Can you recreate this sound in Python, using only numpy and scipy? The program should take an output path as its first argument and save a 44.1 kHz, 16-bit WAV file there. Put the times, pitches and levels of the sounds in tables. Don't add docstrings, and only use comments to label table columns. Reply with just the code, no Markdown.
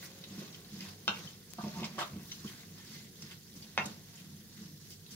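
import sys
import numpy as np
from scipy import signal
from scipy.io import wavfile
from scipy.ndimage import uniform_filter1d

SR = 44100
rng = np.random.default_rng(int(sys.argv[2]) if len(sys.argv) > 2 else 0)


def voltage_ratio(decibels):
    exponent = np.asarray(decibels, float) / 20
    return 10 ** exponent


def master(y):
    cut = np.clip(np.atleast_2d(y).T, -1, 1)
    pcm = np.round(cut * 32767)
    wavfile.write(sys.argv[1], SR, pcm.astype(np.int16))


N = 227104

# middle [s], length [s], sizzle [dB], wet drag [dB], rocking [dB].
STROKES = [(0.043, 0.068, -57.5, -57, -67), (0.185, 0.27, -63, -67, -55), (0.406, 0.17, -56.5, -54.5, -56),
           (0.568, 0.08, -61.5, -63.5, -56), (0.766, 0.13, -58, -78, -48.5), (0.86, 0.12, -56.5, -57, -64),
           (1.214, 0.17, -54, -57.5, -50), (1.652, 0.14, -56.5, -55.5, -51),
           (1.814, 0.14, -54.5, -49, -42.5), (2.026, 0.13, -56, -51, -57), (2.167, 0.13, -71, -56.5, -44),
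           (2.33, 0.15, -59, -72, -77), (2.503, 0.23, -57, -59.5, -50), (2.797, 0.065, -60, -62, -61),
           (2.94, 0.16, -56, -66, -47.5), (3.27, 0.16, -58.5, -75, -54), (3.632, 0.21, -64, -64.5, -52),
           (3.875, 0.12, -56, -53, -47), (4.16, 0.22, -64, -64, -69), (4.35, 0.28, -70.5, -73, -52),
           (4.624, 0.14, -60, -69.5, -51.5), (4.847, 0.11, -64, -78, -64),
           (5.138, 0.061, -58.5, -67, -49.5)]
# sizzle, drag and rocking [dB].
REST_DB = [-65, -63.5, -61]
# sizzle, drag and rocking [dB per s].
SETTLE_DB_PER_S = [0.02, 4.5, 1.3]
# frequency [Hz], level [dB per Hz].
FIZZ_SPECTRUM = [(600, -33), (900, -6.5), (1200, -9.5), (1850, -1.5), (2250, -8), (2600, -7), (3100, -2.5),
                 (3600, -0.5), (4900, 1.5), (6800, -0.5), (7700, -7), (11000, -5), (15000, -3.5),
                 (17000, -3)]
# middle [s], length [s], fine spray [dB].
PUFFS = [(0.044, 0.04, -60.5), (.38, 0.089, -70.5), (.85, 0.088, -69.5), (2.29, 0.14, -67),
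         (2.493, 0.08, -66), (2.68, 0.15, -73.5), (2.93, 0.2, -74), (3.576, 0.057, -69.5),
         (4.914, 0.048, -66), (5.13, 0.065, -74)]
# start [s], peak [dB], pitch [Hz], fizz length [s], click share [0-1].
POPS = [(0.041, -38.5, 5300, 0.03, 0), (0.239, -33.5, 3850, 0.01, 0.57), (0.526, -44, 5600, 0.03, 0.4),
        (0.545, -36, 3200, 0.013, 0.34), (0.647, -47.5, 4000, .008, 1), (0.807, -36.5, 5050, 0.031, 0.9),
        (0.884, -35, 3000, 0.011, 0), (1.504, -40.5, 6480, 0.018, .4), (1.681, -40, 5450, .0051, 0.7),
        (1.8444, -28.5, 5110, 0.021, 0.5), (1.987, -26, 3260, 0.048, 0), (2.314, -34.5, 3900, 0.017, 0.4),
        (2.469, -39, 2820, 0.041, 0.15), (2.905, -41.5, 4600, 0.071, 0.05), (3.2214, -33, 5370, 0.011, 0.4),
        (3.309, -35.5, 3200, 0.024, 0.06), (3.558, -40, 5500, 0.027, .05), (3.624, -39, 4660, 0.026, 0.47),
        (3.8565, -27, 6500, 0.011, 0.3), (4.157, -42, 6800, 0.015, 0.5), (4.174, -42, 3200, 0.041, 0),
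        (4.904, -38.5, 5040, 0.044, 0.4), (5.064, -44.5, 4000, 0.0041, 0.9),
        (5.107, -38, 5400, 0.039, 0.24)]
# start [s], peak [dB], left-right difference [dB].
SPITS = [(1.5362, -31.5, 24.5)]
# frequency [Hz], width [Hz], level [dB].
PAN_MODES = [(336, 107, -8.5), (616.6, 10.2, -1.5), (714, 19.4, -8), (895, 22, -9), (1083, 83, -15),
             (1222, 8.4, -7), (1450, 180, -28.5), (1533, 40, -8.5), (1900, 1200, -19), (2310, 78, -6.5),
             (2830, 640, -17.5), (3630, 39, -1), (4000, 150, -8), (5100, 200, -11)]
# start [s], peak [dB], length [s], centre frequency [Hz].
SKIDS = [(0.021, -51.5, 0.048, 1900), (0.411, -48, 0.028, 523), (0.795, -49, 0.052, 2160),
         (0.884, -66, 0.038, 1390), (1.117, -47, 0.064, 2850), (1.165, -41, 0.0096, 2590),
         (1.212, -53, .035, 1500), (1.582, -42.5, 0.039, 1140), (1.639, -46.5, 0.058, 724),
         (1.75, -50, 0.055, 1150), (1.819, -42.5, 0.038, 950), (1.831, -37.5, 0.015, 2780),
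         (1.981, -36, 0.031, 1000), (2.007, -35, 0.02, 1100), (1.984, -32.5, 0.031, 1400),
         (1.998, -42, 0.042, 3545), (2.455, -58, 0.05, 440), (2.444, -53, 0.022, 1320),
         (2.466, -61, 0.2, 1900), (2.776, -63.5, 0.41, 2060), (3.29, -53.5, 0.043, 1770),
         (1.977, -47, 0.044, 686), (4.569, -54, 0.023, 1800)]
# start [s], peak [dB].
TICKS = [(1.8441, -24), (1.8531, -28), (1.9826, -27), (2.0046, -21), (3.2238, -33), (3.3156, -35)]
# (frequency [Hz], peak [dB], t60 [s]).
TAPS = [(1.584, [(708, -38, 0.077), (891, -46, .14), (1200, -45.5, 0.12), (1610, -51.5, 0.043)]),
        (1.639, [(694, -53, 0.11), (904, -44.5, 0.11), (1080, -47, .06)]), (1.664, [(611, -49.5, 0.16)]),
        (1.8425, [(2200, -42, .03), (5100, -40, .03), (1100, -44, 0.027)]), (1.849, [(4000, -45, .06),
        (2380, -49, 0.054)]), (1.9815, [(1110, -32, 0.039), (628, -41, .08), (1700, -50, .03)]),
        (1.993, [(1580, -38, 0.085)]), (2.003, [(804, -43, .03), (1510, -37, 0.043)]),
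        (2.0155, [(1263, -34, .05)]), (2.3155, [(2190, -50, 0.028), (3015, -43.5, 0.036),
        (3900, -47, 0.056), (4200, -51, .07), (5700, -44, .06), (6191, -44, .08)]),
        (.238, [(3850, -51, .04)]), (3.8555, [(6440, -46, .03), (3800, -51, .06)]),
        (1.274, [(3080, -43.5, .04)]), (2.474, [(3140, -47, .05)]), (2.495, [(1780, -52, 0.054)])]
# middle [s], length [s], peak [dB], pitch [Hz].
SINGS = [(1.146, 0.018, -49, 2780), (1.095, .012, -46, 3100), (1.108, .01, -45, 3050),
         (1.772, 0.026, -47, 905), (1.8, .016, -53, 1150), (2.96, 0.076, -63, 2050), (2.81, .03, -64, 1800),
         (2.03, 0.02, -43, 1200), (2.014, 0.046, -53, 3300), (3.817, 0.016, -39.5, 2690),
         (2.0, 0.03, -46.5, 612), (2.005, 0.039, -48.5, 752), (0.13, 0.32, -66, 540),
         (3.867, .016, -55, 3800)]
# start [s], peak [dB].
KNOCKS = [
    (1.079, -14.5),
    (3.7772, -13),
]
# frequency [Hz], level [dB], t60 [s].
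RIM_MODES = [(644, -23, 0.052), (925, -23, 0.065), (1340, 4, 0.015), (1510, 3, 0.038), (1574, 2, 0.017),
             (2640, 0, 0.0081), (2714, -2, 0.055), (3110, 11.5, 0.012), (3670, 11, 0.016), (4070, 5, 0.012),
             (5260, 8, 0.0053), (6200, -5, 0.0051)]
# frequency [Hz], level [dB], t60 [s].
BASE_MODES = [(608, -35, 0.12), (880, -12, 0.016), (1080, 2, 0.012), (1440, 11, 0.0081), (1770, 0, 0.013),
              (1900, 5, 0.01), (2220, 0, 0.031), (2430, 9, 0.0066), (3200, -3, 0.013), (3590, -1, 0.013),
              (4460, -7, 0.0071), (5720, -3, 0.0061)]
# frequency [Hz], level [dB], t60 [s].
WALL_MODES = [
    [(900, -20, 0.074), (1324, -27, 0.07), (1500, -27, 0.11), (2690, -21, 0.071), (2806, -16, 0.13),
     (3160, -28, 0.077)],
    [(605, -34, 0.14), (890, -21, 0.09), (945, -24.5, 0.095), (1380, -40, 0.074), (2150, -26, 0.13),
     (2730, -33, 0.15)],
]
# delay [s], level against the first blow [dB].
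BOUNCES = [
    [(.0062, -7), (.0082, -16), (.0135, -11), (.0185, -16), (.027, -16), (.037, -28)],
    [(.0066, -10), (.0094, -9.5), (.0168, -17), (.02, -12), (.025, -19)],
]
# start [s], peak [dB], pitch [Hz], t60 [s].
THUDS = [(0.31, -44, 192.8, 0.46), (0.38, -36, 196, 0.18), (0.724, -48, 193.6, 0.51),
         (0.819, -43, 194.2, 0.22), (1.084, -37, 200, 0.14), (1.248, -42, 170, 0.077),
         (1.585, -37.5, 202, 0.16), (1.638, -26.5, 202.5, 0.075), (1.667, -32.5, 204, 0.12),
         (1.77, -33, 180, 0.09), (1.791, -33, 164, 0.07), (1.817, -30, 213.6, 0.14),
         (1.975, -37, 191, 0.078), (2.129, -38, 201.6, 0.094), (2.135, -44, 86, 0.18),
         (2.25, -52, 85, 0.12), (2.16, -35, 191.6, 0.13), (2.449, -31, 199.3, 0.099),
         (3.234, -45.5, 197.5, 0.19), (3.561, -43, 193, 0.074), (3.784, -36.5, 201, 0.17),
         (3.86, -37, 195, 0.13), (4.608, -49, 197.9, 0.65)]
# frequency [Hz], level [dB per Hz].
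HUM_SPECTRUM = [(25, -39), (48, -25), (64, -47), (97, 2), (120, -25), (146, 1.5), (170, 0.5), (197, -8.5),
                (250, -12), (330, -11), (480, -13), (580, -24.5), (800, -26), (1200, -67)]
# time [s], level [dB].
UPPER_DRONE = [(0, -0.5), (.9, 3), (1.4, -3.5), (3, -2), (5.15, -5.5)]
# frequency [Hz], level [dB].
HUM_TONES = [(48.4, -75.5)]
# frequency [Hz], left-right likeness [0-1].
LIKENESS = [(60, 0.97), (250, 0.91), (700, 0.72), (2000, 0.039), (5000, 0.16), (12000, 0.03)]
# frequency [Hz], t60 [s].
KITCHEN_T60 = [(200, 0.93), (700, 0.3), (2000, 0.21), (6000, 0.1), (12000, 0.12)]


def sizzle():
    spray_rest_db, spray_follows = -70, 0.17

    def field_db(hz, t):
        spray = 1 / (1 + (7500 / (hz + 1)) ** 8)
        body_db = stirring(0, t)
        spray_db = spray_rest_db + spray_follows * (body_db - REST_DB[0])
        steam = swells(*np.array(PUFFS).T[:, :, None], t)
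        fine_db = 10 * np.log10(voltage_ratio(2 * spray_db) + steam)
        return read(FIZZ_SPECTRUM, hz) + body_db + spray * (fine_db - body_db + 5.5)

    level = at_samples(0)
    haze = wash(field_db, size=256, patchy_db=2.0, flicker_db=0.68)
    haze /= np.sqrt(np.mean((haze / level) ** 2))
    bursts = voltage_ratio(4.5 * np.minimum(rng.exponential(1, (2, N)), 4))
    bursts *= rng.random((2, N)) < 250 / SR
    bursts *= rng.choice([-1, 0, 0, 1], (2, N))
    crackle = sum(resonate(bursts, hz, hz * 0.24) for hz in (3280, 4100, 5140, 5860, 11000))
    return voltage_ratio(4.0) * haze + voltage_ratio(-10.0) * level * evened(crackle)


def pops():
    out, t = np.zeros((2, N)), np.arange(0, .15, 1 / SR)
    for s, db, hz, length, share in POPS:
        share = np.clip(share, 0, 1)
        top_hz = min(hz * (1.11 + 3.6 * (1 - share) ** 4), 15500)
        click = np.sin(2 * np.pi * hz * t) * np.exp(-t / .0025)
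        noise = rng.standard_normal((2, len(t)))
        noise = noise + 0.078 * noise.sum(0)
        band = resonate(noise, hz, hz * 0.53) + 0.25 * passed(pan_body(noise), 2000, "high")
        rise = np.minimum(t / .0012, 1)
        fizz = evened(passed(band, top_hz, "low")) * np.exp(-(t / max(length, .002)) ** 4.0) * rise
        mist_shape = np.exp(-(t / (2.3 * length)) ** 2)
        mist = voltage_ratio(-36) * (1 - share) ** 2 * passed(noise, 6400, "high") * mist_shape
        add(out, s, voltage_ratio(db) * (share * click + 0.12 * fizz + mist))
    return out


def spit():
    out, u = np.zeros((2, N)), np.arange(0, .01, 1 / SR) / .00003
    for s, db, side_db in SPITS:
        gain = voltage_ratio(db + np.array([[side_db], [-side_db]]) / 2)
        add(out, s, gain * (1 - u) * np.exp(-u))
    return out


def scrape():
    slips = rng.standard_normal(N) * voltage_ratio(4.16 * np.minimum(rng.exponential(1, N), 4))
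    slips *= rng.random(N) < 2500 / SR
    body = pan_body(slips) + .06 * slips
    dull = passed(passed(body, 400, "high", order=2), 2300, "low", order=2)
    out = at_samples(1) * voltage_ratio(-6.5) * evened(dull)
    t = np.arange(0, .3, 1 / SR)
    for s, db, length, centre_hz in SKIDS:
        part = body[round(s * SR):][:len(t)]
        part = skid_colour(part, centre_hz, 1.7 * centre_hz)
        rise = np.minimum(t / max(0.13 * length, .001), 1)
        shape = rise * np.exp(-(t / max(length, .005)) ** 5.6)
        add(out, s, voltage_ratio(db - 9.0) * evened(part) * shape)
    return out


def skid_colour(part, centre_hz, top_hz):
    near = part
    for _ in range(2):
        near = resonate(near, centre_hz, centre_hz * 0.68)
    return passed(near + 0.051 * passed(part, 340, "high"), top_hz, "low", order=3)


def pan_body(x):
    return sum((-1) ** k * voltage_ratio(db) * resonate(x, hz, width) for k, (hz, width, db) in enumerate(PAN_MODES))


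def ticks():
    out, u = np.zeros(N), np.arange(0, .01, 1 / SR) / .00008
    for s, db in TICKS:
        add(out, s, -voltage_ratio(db) * (1 - u) * np.exp(-u))
    return passed(out, 6500, "low", order=2)


def taps():
    out, t = np.zeros(N), np.arange(0, .2, 1 / SR)
    for s, modes in TAPS:
        ring = sum(voltage_ratio(db - 60 * t / max(t60, .01)) * np.sin(2 * np.pi * hz * t) for hz, db, t60 in modes)
        add(out, s, ring * (1 - np.exp(-t / 0.00081)))
    return out


def sings():
    t = np.arange(N) / SR
    waver = evened(uniform_filter1d(rng.standard_normal(N), size=300))
    out = np.zeros(N)
    for s, length, db, hz in SINGS:
        shape = np.sqrt(swells(s, length, np.array([[db]]), t))
        out += shape * np.sin(2 * np.pi * hz * t + 0.69 * waver)
    return out


def knocks():
    out, t = np.zeros(N), np.arange(0, .3, 1 / SR)
    chatter_lengths_s, longest_ring_s = (.016, .009), .05
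    strikes = zip(KNOCKS, (RIM_MODES, BASE_MODES), WALL_MODES, BOUNCES, chatter_lengths_s)
    for (s, db), modes, wall, bounces, chatter_s in strikes:
        ring = sum(voltage_ratio(level - 60 * t / np.clip(t60, .006, longest_ring_s)) * np.sin(2 * np.pi * hz * t)
                   for hz, level, t60 in modes)
        chatter = rng.standard_normal(len(t)) * (rng.random(len(t)) < 4000 / SR)
        blows = 0.037 * chatter * np.exp(-t / chatter_s)
        blows[0] = 1
        for delay_s, under_db in bounces:
            blows[round(delay_s * SR)] += voltage_ratio(under_db)
        clack = signal.fftconvolve(blows, ring)[:len(t)]
        clack = passed(clack, 6900, "low", order=8)
        clack = passed(clack, 415, "high", order=3)
        after = sum(voltage_ratio(level - 60 * t / t60) * np.sin(2 * np.pi * hz * t) for hz, level, t60 in wall)
        after = after * (1 - np.exp(-t / 0.0037))
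        add(out, s, voltage_ratio(db) * (clack / abs(clack).max() + after))
    return out


def hob():
    push = rng.standard_normal(N)
    upper = resonate(resonate(push, 190.3, 61), 190.3, 61)
    lower = resonate(resonate(push, 147.5, 32), 147.5, 32)
    out = at_samples(2) * voltage_ratio(-6.5) * evened(upper + 0.84 * lower)
    t = np.arange(0, .4, 1 / SR)
    partials = ((1, 1), (.74, 0.42), (1.62, 0.23), (0.56, 0.11), (2.25, 0.091))
    soft_rise = (1 - np.exp(-t / .004)) ** 2
    for s, db, hz, t60 in THUDS:
        tone = sum(gain * np.sin(2 * np.pi * hz * ratio * t) for ratio, gain in partials)
        add(out, s - .005, voltage_ratio(db + 2.0 - 60 * t / max(t60, .03)) * tone * soft_rise)
    return out


def nearby(x):
    bounces = np.zeros((2, 256))
    at = (3 + rng.random((2, 4)) * .0025 * SR).astype(int)
    gains = rng.choice([-1., 1.], at.shape) * voltage_ratio(-4.5) * np.exp(-at / SR / 0.0041)
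    np.put_along_axis(bounces, at, gains, 1)
    bright = passed(x, 1240, "high", order=2) * np.ones((2, 1))
    return x + signal.oaconvolve(bright, bounces, axes=1)[:, :N]


def kitchen(x):
    reflections, count, spacing = np.zeros((2, SR // 2)), SR // 40 - 12, 20
    at = 200 + spacing * np.arange(count) + rng.integers(0, spacing, (2, count))
    np.put_along_axis(reflections, at, rng.choice([-1., 1.], at.shape), 1)
    hz, t, z = signal.stft(reflections, SR, nperseg=256)
    decay = voltage_ratio(-60 * t / read(KITCHEN_T60, hz)[:, None])
    tail = signal.istft(z * decay, SR, nperseg=256)[1]
    return signal.fftconvolve(x[None], tail / np.linalg.norm(tail[0]), axes=1)[:, :N]


def hum():
    def field_db(hz, t):
        upper = 1 / (1 + (300 / (hz + 1)) ** 4)
        return read(HUM_SPECTRUM, hz) + control(UPPER_DRONE, 1, t) * upper

    drone = voltage_ratio(-57.5 - 1.5) * evened(wash(field_db, size=4096, patchy_db=1.0, flicker_db=1.1))
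    t = np.arange(N) / SR
    waver = evened(uniform_filter1d(rng.standard_normal(N), size=6000))
    tones = sum(voltage_ratio(db + 5.0 + 2.7 * waver) * np.sin(2 * np.pi * hz * t + 2.5 * waver) for hz, db in HUM_TONES)
    return drone + tones


def wash(field_db, size, patchy_db, flicker_db):
    hop = size // 4
    frames, hz = N // hop + 5, np.fft.rfftfreq(size, 1 / SR)[:, None]
    a, b, c, d, patches = rng.standard_normal((frames, len(hz), 5)).T
    patches = uniform_filter1d(uniform_filter1d(patches, size=5, axis=0), size=12, axis=1)
    patches = evened(patches)
    flicker = evened(uniform_filter1d(rng.standard_normal(frames), size=3))
    same = np.clip(read(LIKENESS, hz), 0, 1)
    left = a + 1j * b
    right = same * left + np.sqrt(1 - same ** 2) * (c + 1j * d)
    level_db = field_db(hz, np.arange(frames) * hop / SR) + patchy_db * patches + flicker_db * flicker
    z = np.array([left, right]) * voltage_ratio(level_db)
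    return signal.istft(z, nperseg=size, noverlap=size - hop)[1][:, :N]


def stirring(layer, t):
    rows = np.array(STROKES).T[:, :, None]
    rest_db = REST_DB[layer] - SETTLE_DB_PER_S[layer] * t
    return 10 * np.log10(voltage_ratio(2 * rest_db) + swells(*rows[:2], rows[2 + layer], t))


def at_samples(layer):
    t = np.arange(0, N + 128, 128) / SR
    return voltage_ratio(np.interp(np.arange(N) / SR, t, stirring(layer, t)))


def swells(middle, length, db, t):
    steepness = 1.7
    shape = np.exp(-abs(2 * (t - middle) / np.maximum(length, .02)) ** steepness)
    return (voltage_ratio(2 * db) * shape).sum(0)


def resonate(x, hz, width):
    return signal.lfilter(*signal.iirpeak(hz, hz / width, SR), x)


def passed(x, hz, kind, order=4):
    return signal.sosfilt(signal.butter(order, hz, kind, fs=SR, output="sos"), x)


def evened(x):
    return x / np.sqrt(np.mean(x ** 2) + 1e-20)


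def read(points, hz):
    f, value = np.transpose(points)
    return np.interp(np.log(hz + 1), np.log(f + 1), value)


def control(table, column, t):
    rows = np.array(table)
    return np.interp(t, rows[:, 0], rows[:, column])


def add(mix, s, sound):
    part = mix[..., round(s * SR):][..., :sound.shape[-1]]
    part += sound[..., :part.shape[-1]]


def scene():
    blade = scrape() + ticks() + taps()
    blows, low, bubbles = knocks(), hob(), pops()
    echo = kitchen(voltage_ratio(-3.5) * blade + voltage_ratio(-3.0) * blows + voltage_ratio(-14.5) * low + voltage_ratio(-3.0) * bubbles.mean(0))
    apart = passed((echo[0] - echo[1]) / 2, 1106, "high", order=1)
    room = echo.mean(0) * 0.78 + np.array([apart, -apart])
    pan = voltage_ratio(-1.0) * nearby(blade + blows + bubbles) + sings() + low + room + sizzle()
    edge = signal.firwin(1023, 15790, window=("kaiser", 9), fs=SR)
    return signal.oaconvolve(pan, edge[None], "same") + spit() + hum()


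def top_cut(x):
    return signal.sosfilt(signal.butter(12, 16660, fs=SR, output="sos"), x)


def record(dry):
    lag = 4
    ports = np.array([voltage_ratio(1.73) * dry[0], voltage_ratio(3.0) * np.roll(dry[1], lag)])
    return top_cut(passed(ports, 57, "high", order=2))


dry = scene()
out = record(dry)
master(out)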